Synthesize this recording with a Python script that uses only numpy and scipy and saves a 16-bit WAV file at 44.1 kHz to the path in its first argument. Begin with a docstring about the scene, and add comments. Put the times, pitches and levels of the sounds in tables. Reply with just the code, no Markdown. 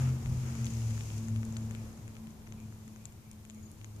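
"""Cat lapping, close up

Indoors, a cat laps from a bowl close to a phone's stereo microphone: each wet tick of the tongue
is a low pop, a bright ring and a tiny snap. Two low drones, like engines outside, sink in pitch
and fade over the wash of the room. Nearby, a soft rustle, coloured by the left microphone port,
dies away in the first half; cloth brushes and the hand rumbles on the phone."""
import sys
import numpy as np
from scipy import signal
from scipy.fft import rfft, irfft
from scipy.io import wavfile
from scipy.ndimage import uniform_filter1d

SR = 44100
rng = np.random.default_rng(int(sys.argv[2]) if len(sys.argv) > 2 else 0)


def to_wav(s):
    """Save 16-bit WAV."""
    ch = np.atleast_2d(s).T  # columns
    pcm = np.round(np.clip(ch, -1, 1) * 32767)  # PCM
    wavfile.write(sys.argv[1], SR, pcm.astype(np.int16))


N = 176400
TIME_S = np.arange(N) / SR
BIN_HZ = np.maximum(np.arange(N // 2 + 1) * SR / N, 1)


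def undb(db):
    """Decibels to gain."""
    return 10 ** (np.asarray(db) / 20)


def stereo(left_db, right_db):
    """Gains for the two channels."""
    return undb([[left_db], [right_db]])


def curve(rows):
    """Join (time_s, value) rows by straight lines."""
    return np.interp(TIME_S, *np.array(rows).T)


def colour(rows):
    """Gain by frequency from (freq_hz, level_db) rows."""
    hz, db = np.array(rows).T
    return undb(np.interp(np.log(BIN_HZ), np.log(hz), db))


def resonance(hz, width_hz):
    """Complex gain of one resonance."""
    return 1 / (1 + 1j * (BIN_HZ ** 2 - hz ** 2) / (BIN_HZ * width_hz))


def noise(spectrum):
    """Noise of rms 1 with the given spectrum."""
    x = irfft(rfft(rng.standard_normal(N)) * spectrum, N)
    return x / x.std()


def wander(rate_hz):
    """Smooth random motion of rms 1."""
    return noise(np.exp(-(BIN_HZ / rate_hz) ** 2))


def swell(t, peak_s):
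    """An envelope that rises to 1 at peak_s and dies away."""
    u = np.maximum(t, 0) / peak_s
    return u * np.exp(1 - u)


def bell(centre_s, spread_s):
    """A bell-shaped envelope."""
    return np.exp(-((TIME_S - centre_s) / spread_s) ** 2)


def add(out, start_s, sound):
    """Mix a short stereo sound in."""
    i = int(np.clip(start_s * SR, 0, N - 1))
    out[:, i:i + sound.shape[1]] += sound[:, :N - i]


def drone(pitch, level, partials, roughness):
    """A dull tone that swells and dips, with weaker, rougher partials that fade more evenly."""
    phase = 2 * np.pi * np.cumsum(curve(pitch)) / SR
    gain = undb(curve(level))
    trend = uniform_filter1d(gain, int(.8 * SR))  # 0.8 s average
    out = 0
    for multiple, db, rough in [(1, 0, roughness)] + partials:
        waver = np.sqrt(2 * (1 - rough ** 2)) + rough * (wander(7) + 1j * wander(7))
        tone = np.real(waver * np.exp(1j * multiple * phase))
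        out += (gain if multiple == 1 else trend) * undb(db) * tone
    return out


# Sinking pitch of each drone: time_s, pitch_hz
LOW_DRONE_PITCH = [(0, 129), (.5, 126), (.7, 117.5), (.9, 111), (1.15, 107.5), (1.4, 109.5), (1.7, 110.5),
                   (2.1, 108.5), (3, 108), (4, 106.5)]
HIGH_DRONE_PITCH = [(0, 229.5), (.7, 226), (1.4, 224), (2.3, 220.5), (3, 217), (4, 215)]
# Their swells and dips: time_s, level_db
LOW_DRONE_LEVEL = [(0.0, -29), (0.05, -27.5), (0.13, -31), (0.23, -45), (0.24, -39), (0.3, -32),
                   (0.53, -37.5), (0.56, -44.5), (0.62, -31.5), (0.67, -32.5), (0.7, -60), (0.72, -36.5),
                   (0.88, -31.5), (1.02, -37.5), (1.08, -44), (1.16, -35), (1.28, -41.5), (1.32, -33),
                   (1.39, -31.5), (1.47, -49), (1.5, -40.5), (1.71, -38.5), (1.87, -45), (1.98, -71),
                   (2.05, -44), (2.31, -64), (2.54, -50.5), (3.78, -59.5), (3.82, -48), (4.0, -49)]
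HIGH_DRONE_LEVEL = [(0.0, -65), (0.03, -44), (0.38, -49.5), (0.67, -41.5), (0.79, -44.5), (0.87, -55),
                    (0.91, -43), (0.96, -46.5), (0.99, -52), (1.09, -60.5), (1.2, -44.5), (1.27, -40),
                    (1.67, -43), (2.04, -55.5), (2.16, -53.5), (2.22, -45.5), (2.28, -48), (2.35, -60.5),
                    (2.64, -47.5), (2.75, -59.5), (2.87, -51), (3.02, -53.5), (3.1, -67), (3.36, -53),
                    (3.42, -62), (3.54, -48.5), (3.6, -49.5), (3.82, -63.5), (3.93, -59), (4.0, -61)]
# Their partials: pitch_ratio, relative_db, roughness_fraction
LOW_PARTIALS = [(0.629, -14, .3), (.84, -21, .6), (1.36, -22, .3)]
HIGH_PARTIALS = [(1.5, -23, .3), (2, -26, .4)]


def distant_drones():
    """Two drones, like engines outside, a touch left of centre."""
    low = drone(LOW_DRONE_PITCH, LOW_DRONE_LEVEL, LOW_PARTIALS, roughness=.08)
    high = drone(HIGH_DRONE_PITCH, HIGH_DRONE_LEVEL, HIGH_PARTIALS, roughness=.05)
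    return (low + high) * stereo(.8, -.8)


# Room tone, then its side signal against its mid: freq_hz, relative_db
ROOM_SPECTRUM = [(20, -20), (35, 0.5), (55, -8.5), (85, 7), (130, 1), (180, -3), (270, -8.5), (400, -13),
                 (600, -18.5), (1000, -21), (1600, -29), (3000, -35.5), (6000, -39), (15000, -42)]
ROOM_SIDE = [(30, -17), (80, -19), (200, -8), (500, -7.5), (1000, -2.5), (2000, 0)]
# Fade of the room tone: time_s, relative_db
ROOM_LEVEL = [(0.0, -48), (0.01, -49), (0.1, -54), (1.45, -58), (1.47, -56.5), (1.84, -57.5), (1.85, -56),
              (1.95, -59.5), (3.56, -66), (3.59, -63), (3.92, -65), (4.0, -60.5)]


def room_wash():
    """Dull room noise that fades with the drones; its bass is alike in both channels."""
    spectrum = colour(ROOM_SPECTRUM)
    mid = noise(spectrum)
    side = irfft(rfft(noise(spectrum)) * colour(ROOM_SIDE), N)
    return np.array([mid + side, mid - side]) * undb(curve(ROOM_LEVEL)) * stereo(11.2, 9.8)


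# Rustle near the microphone: freq_hz, relative_db
RUSTLE_SPECTRUM = [(500, -3.5), (1500, -3.5), (2500, 1), (4000, -2.5), (7000, 4), (8300, -1.5), (10000, -4),
                   (14500, -9.5)]
# Its fade: time_s, relative_db
RUSTLE_FADE = [(0, -53.5), (.06, -55), (.17, -61.5), (.4, -57.5), (.65, -54), (.85, -55), (1.17, -55.5),
               (1.33, -62.5), (1.75, -63), (2.05, -68), (2.42, -72.5), (2.9, -68.5), (3.2, -73.5), (4, -70)]
# Resonances of the microphone ports: freq_hz, width_hz, left_db, right_db
MIC_PORTS = [(2400, 500, 4, -20), (5600, 1260, 3.5, -16), (6650, 580, 7, -10)]


def close_rustle():
    """A soft, grainy rustle close by rings the microphone ports, mostly the left."""
    gain = undb(curve(RUSTLE_FADE) + wander(98))
    out = []
    for side in range(2):
        port_power = sum(abs(undb(db[side]) * resonance(hz, width)) ** 2 for hz, width, *db in MIC_PORTS)
        rustle = noise(colour(RUSTLE_SPECTRUM)) * gain
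        out.append(irfft(rfft(rustle) * np.sqrt(1 + port_power), N))
    return np.array(out)


# Handling noise at the microphone: freq_hz, relative_db
RUMBLE_SPECTRUM = [(12, -2), (30, -2), (50, -8), (100, -32), (400, -60)]


def hand_rumble():
    """The hand rumbles on the left side of the phone."""
    return np.array([undb(-63) * noise(colour(RUMBLE_SPECTRUM)), np.zeros(N)])


# Strokes of cloth, to the left: centre_s, spread_s, level_db
CLOTH_STROKES = [(0.043, 0.1, -52.5), (0.524, 0.13, -55.5)]
# Their colour: freq_hz, relative_db
CLOTH_SPECTRUM = [(300, -12), (800, -1), (1350, 7), (1800, 0), (2300, 2), (3100, -3), (4200, -31),
                  (9000, -40)]


def cloth_brushes():
    """Cloth slides briefly, with an uneven grain."""
    strokes = sum(undb(db) * bell(at, spread) for at, spread, db in CLOTH_STROKES)
    grain = undb(2 * wander(60))
    friction = np.array([noise(colour(CLOTH_SPECTRUM)) for _ in range(2)])
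    return friction * strokes * grain * stereo(0, -5)


def port_time(samples, left_delay_s=.00019):
    """Time at each microphone port: sound from the bowl reaches the right one first."""
    return np.arange(samples) / SR - np.array([[left_delay_s], [0]])


def tick(pop_hz, pop_db, ring_hz, ring_db, snap_db):
    """A film of liquid breaks: pop and ring are louder on the left, the snap on the right."""
    pop_rise_cycles, ring_rise_s, snap_rise_s = .35, .00025, .00014
    t = port_time(256)
    pop_t = t - ring_rise_s / 2
    pop = swell(pop_t, pop_rise_cycles / pop_hz) * np.sin(2 * np.pi * pop_hz * pop_t)
    ring = swell(t, ring_rise_s) * np.sin(2 * np.pi * ring_hz * t)
    burst = swell(t, snap_rise_s) * rng.standard_normal(t.shape)
    snap = signal.sosfilt(signal.butter(1, (8500, 10500), "band", fs=SR, output="sos"), burst)
    snap /= abs(snap).max(axis=1, keepdims=True)
    return (pop * undb(pop_db) * stereo(4, -2.5)
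            + ring * undb(ring_db) * stereo(4, -11)
            + snap * undb(snap_db) * stereo(-1, 4))


def spit(ticks_per_s=17):
    """Tiny ticks of spit, scattered at random among the laps."""
    out = np.zeros((2, N))
    for _ in range(int(ticks_per_s * N / SR)):
        strength, pop_pitch, pop_strength, ring_pitch = np.clip(rng.standard_normal(4), -2, 2)
        db = -68.5 + 2 * strength
        sound = tick(pop_hz=2500 * np.exp(.2 * pop_pitch), pop_db=db - 5 + 3 * pop_strength,
                     ring_hz=6800 * np.exp(.05 * ring_pitch), ring_db=db, snap_db=db)
        add(out, rng.random() * N / SR, sound)
    return out


# Tongue at the bowl, levels relative: start_s, pop_hz, pop_db, ring_hz, ring_db, snap_db
TONGUE_TICKS = [(0.2594, 2200, -35, 6610, -49, -66), (0.5525, 2100, -41, 6970, -44, -50),
                (0.6451, 2540, -39, 6340, -34, -49), (0.6556, 2380, -53, 6560, -36, -42),
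                (0.6667, 2800, -36, 6680, -38, -55), (0.7372, 2630, -62, 6860, -37.5, -64),
                (0.769, 2380, -53, 5680, -40, -67), (0.908, 2340, -39, 7220, -40, -47),
                (0.9782, 1980, -40, 6390, -42, -59), (1.0084, 2470, -33, 6820, -47, -45),
                (1.103, 2700, -38, 6660, -59, -65), (1.181, 4360, -55, 6870, -41, -51),
                (1.2842, 1830, -40.5, 7100, -37, -54), (1.3612, 2660, -36.5, 6390, -54, -47),
                (1.4313, 1860, -36.5, 6100, -48, -65), (1.4514, 2590, -55, 7240, -38.5, -43),
                (1.525, 1830, -52, 7000, -40, -62), (1.5676, 2920, -33.5, 6500, -45, -58),
                (1.5703, 2210, -53, 7150, -34.5, -51), (1.71, 2000, -37, 6800, -40, -47),
                (1.7499, 2650, -34.5, 7700, -42.5, -50), (1.8573, 2450, -59, 7210, -68, -52),
                (1.9294, 1640, -64, 6560, -50, -57), (1.9758, 1540, -48.5, 6650, -49, -63),
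                (2.0792, 1920, -42, 7190, -43.5, -51), (2.1534, 2800, -46, 6330, -54, -63),
                (2.1673, 2430, -41.5, 6400, -53, -66), (2.2713, 2390, -44, 6840, -51, -55),
                (2.3069, 2370, -57, 6500, -50, -59), (2.4194, 2170, -51, 6770, -65, -72),
                (2.4697, 2110, -46, 6480, -52, -64.5), (2.474, 1920, -44.5, 5820, -49.5, -61),
                (2.5233, 2540, -39.5, 6540, -42.5, -64), (2.6018, 2420, -51, 6980, -49, -55),
                (2.7248, 1510, -47, 6920, -56, -71), (2.879, 1740, -47.5, 6940, -48.5, -51),
                (2.961, 1860, -45, 6400, -47, -65), (3.055, 3120, -39.5, 7200, -30, -49),
                (3.1235, 2540, -50, 7200, -48, -60), (3.314, 2660, -47, 6600, -43, -44),
                (3.3315, 3140, -55, 7400, -48, -62), (3.4513, 2470, -44, 6950, -47, -52),
                (3.4988, 2690, -39.5, 7000, -37.5, -61), (3.507, 3050, -47, 6870, -48, -60),
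                (3.547, 2140, -56, 6700, -49, -48), (3.7158, 3670, -72, 7220, -47, -44),
                (3.8142, 2590, -42, 6570, -54, -72), (3.8451, 2600, -37.5, 6680, -38, -63),
                (3.9633, 2820, -65, 6770, -49, -58)]


def tongue():
    """The tongue breaks films of liquid close to the microphone."""
    out = np.zeros((2, N))
    for start_s, *row in TONGUE_TICKS:
        add(out, start_s, tick(*row))
    return out


# Bump on the phone: centre_s, level_db
HANDLING_BUMPS = [(0.309, -33.5)]
# Its colour: freq_hz, relative_db
BUMP_SPECTRUM = [(25, -12), (45, -4), (70, 1), (95, -0.5), (170, -10), (300, -33.5), (1000, -59)]


def handling_bump():
    """Handling gives a soft, low bump, the same in both channels."""
    return sum(undb(db) * bell(at, spread_s=.054) * noise(colour(BUMP_SPECTRUM))
               for at, db in HANDLING_BUMPS)


# Bubbles at the bowl: start_s, pitch_hz, level_db, right_offset_db
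BUBBLE_BURSTS = [(.6562, 10560, -45.5, -3), (.667, 3200, -43, 6.5), (.6675, 4170, -41.5, 0),
                 (.818, 2850, -43, -6), (.9784, 1900, -45, -4), (1.103, 2690, -43, 3),
                 (1.181, 10400, -49, -5), (1.5668, 4400, -39, -1), (1.567, 1400, -46, -2),
                 (3.3148, 5400, -54, 2), (3.8453, 2300, -47, -5)]


def bubbles():
    """Tiny bubbles ring for a few milliseconds as they burst."""
    out = np.zeros((2, N))
    t = port_time(512)
    for start_s, hz, db, right_db in BUBBLE_BURSTS:
        ring = swell(t, peak_s=.00048) * np.sin(2 * np.pi * hz * t)
        add(out, start_s, ring * stereo(db, db + right_db))
    return out


# Faint tones, to the left: centre_s, spread_s, pitch_hz, width_hz, level_db
THIN_TONES = [(1.788, 0.062, 2400, 460, -62), (2.607, 0.055, 2440, 300, -63.5),
              (3.04, 0.11, 2410, 570, -69.5), (3.28, 0.12, 2300, 310, -70.5), (3.58, .05, 2270, 440, -69),
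              (3.627, .12, 6710, 70, -61), (1.544, .2, 332.6, 10, -60), (3.797, 0.4, 321, 13, -61.5)]
# Their balance at the microphone: freq_hz, right_offset_db
TONE_BALANCE = [(300, -2.5), (2400, -5.5), (6800, -22)]


def thin_tones():
    """Narrow bands of noise swell and fade as faint, thin tones."""
    out = np.zeros((2, N))
    for at, spread, hz, width, db in THIN_TONES:
        band = np.array([noise(resonance(hz, width) ** 2) for _ in range(2)])
        right_db = np.interp(hz, *np.array(TONE_BALANCE).T)
        out += band * bell(at, spread) ** 2 * stereo(db, db + right_db)
    return out


def room_tail(sound, level_db=-17, t60_s=.07):
    """The short reverberation of a softly furnished room."""
    t = np.arange(SR // 5) / SR
    tail = rng.standard_normal((2, len(t))) * undb(-60 * t / t60_s)
    tail *= undb(level_db) / np.sqrt((tail ** 2).sum(axis=1, keepdims=True))
    return signal.fftconvolve(sound, tail, axes=1)[:, :N]


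def scene():
    """The cat close in front of the microphone, the drones and the room behind."""
    behind = distant_drones() + room_wash()
    near = close_rustle() + hand_rumble() + cloth_brushes() + handling_bump()
    lapping = spit() + tongue() + bubbles()
    return behind + near + lapping + room_tail(lapping) + thin_tones()


def record(dry, hiss_db=-64.5, top_hz=14650):
    """The phone adds its own hiss and cuts the top."""
    hiss = undb(hiss_db) * rng.standard_normal(dry.shape)
    return signal.sosfilt(signal.ellip(10, .1, 70, top_hz, fs=SR, output="sos"), dry + hiss)


dry = scene()
out = record(dry)
to_wav(out)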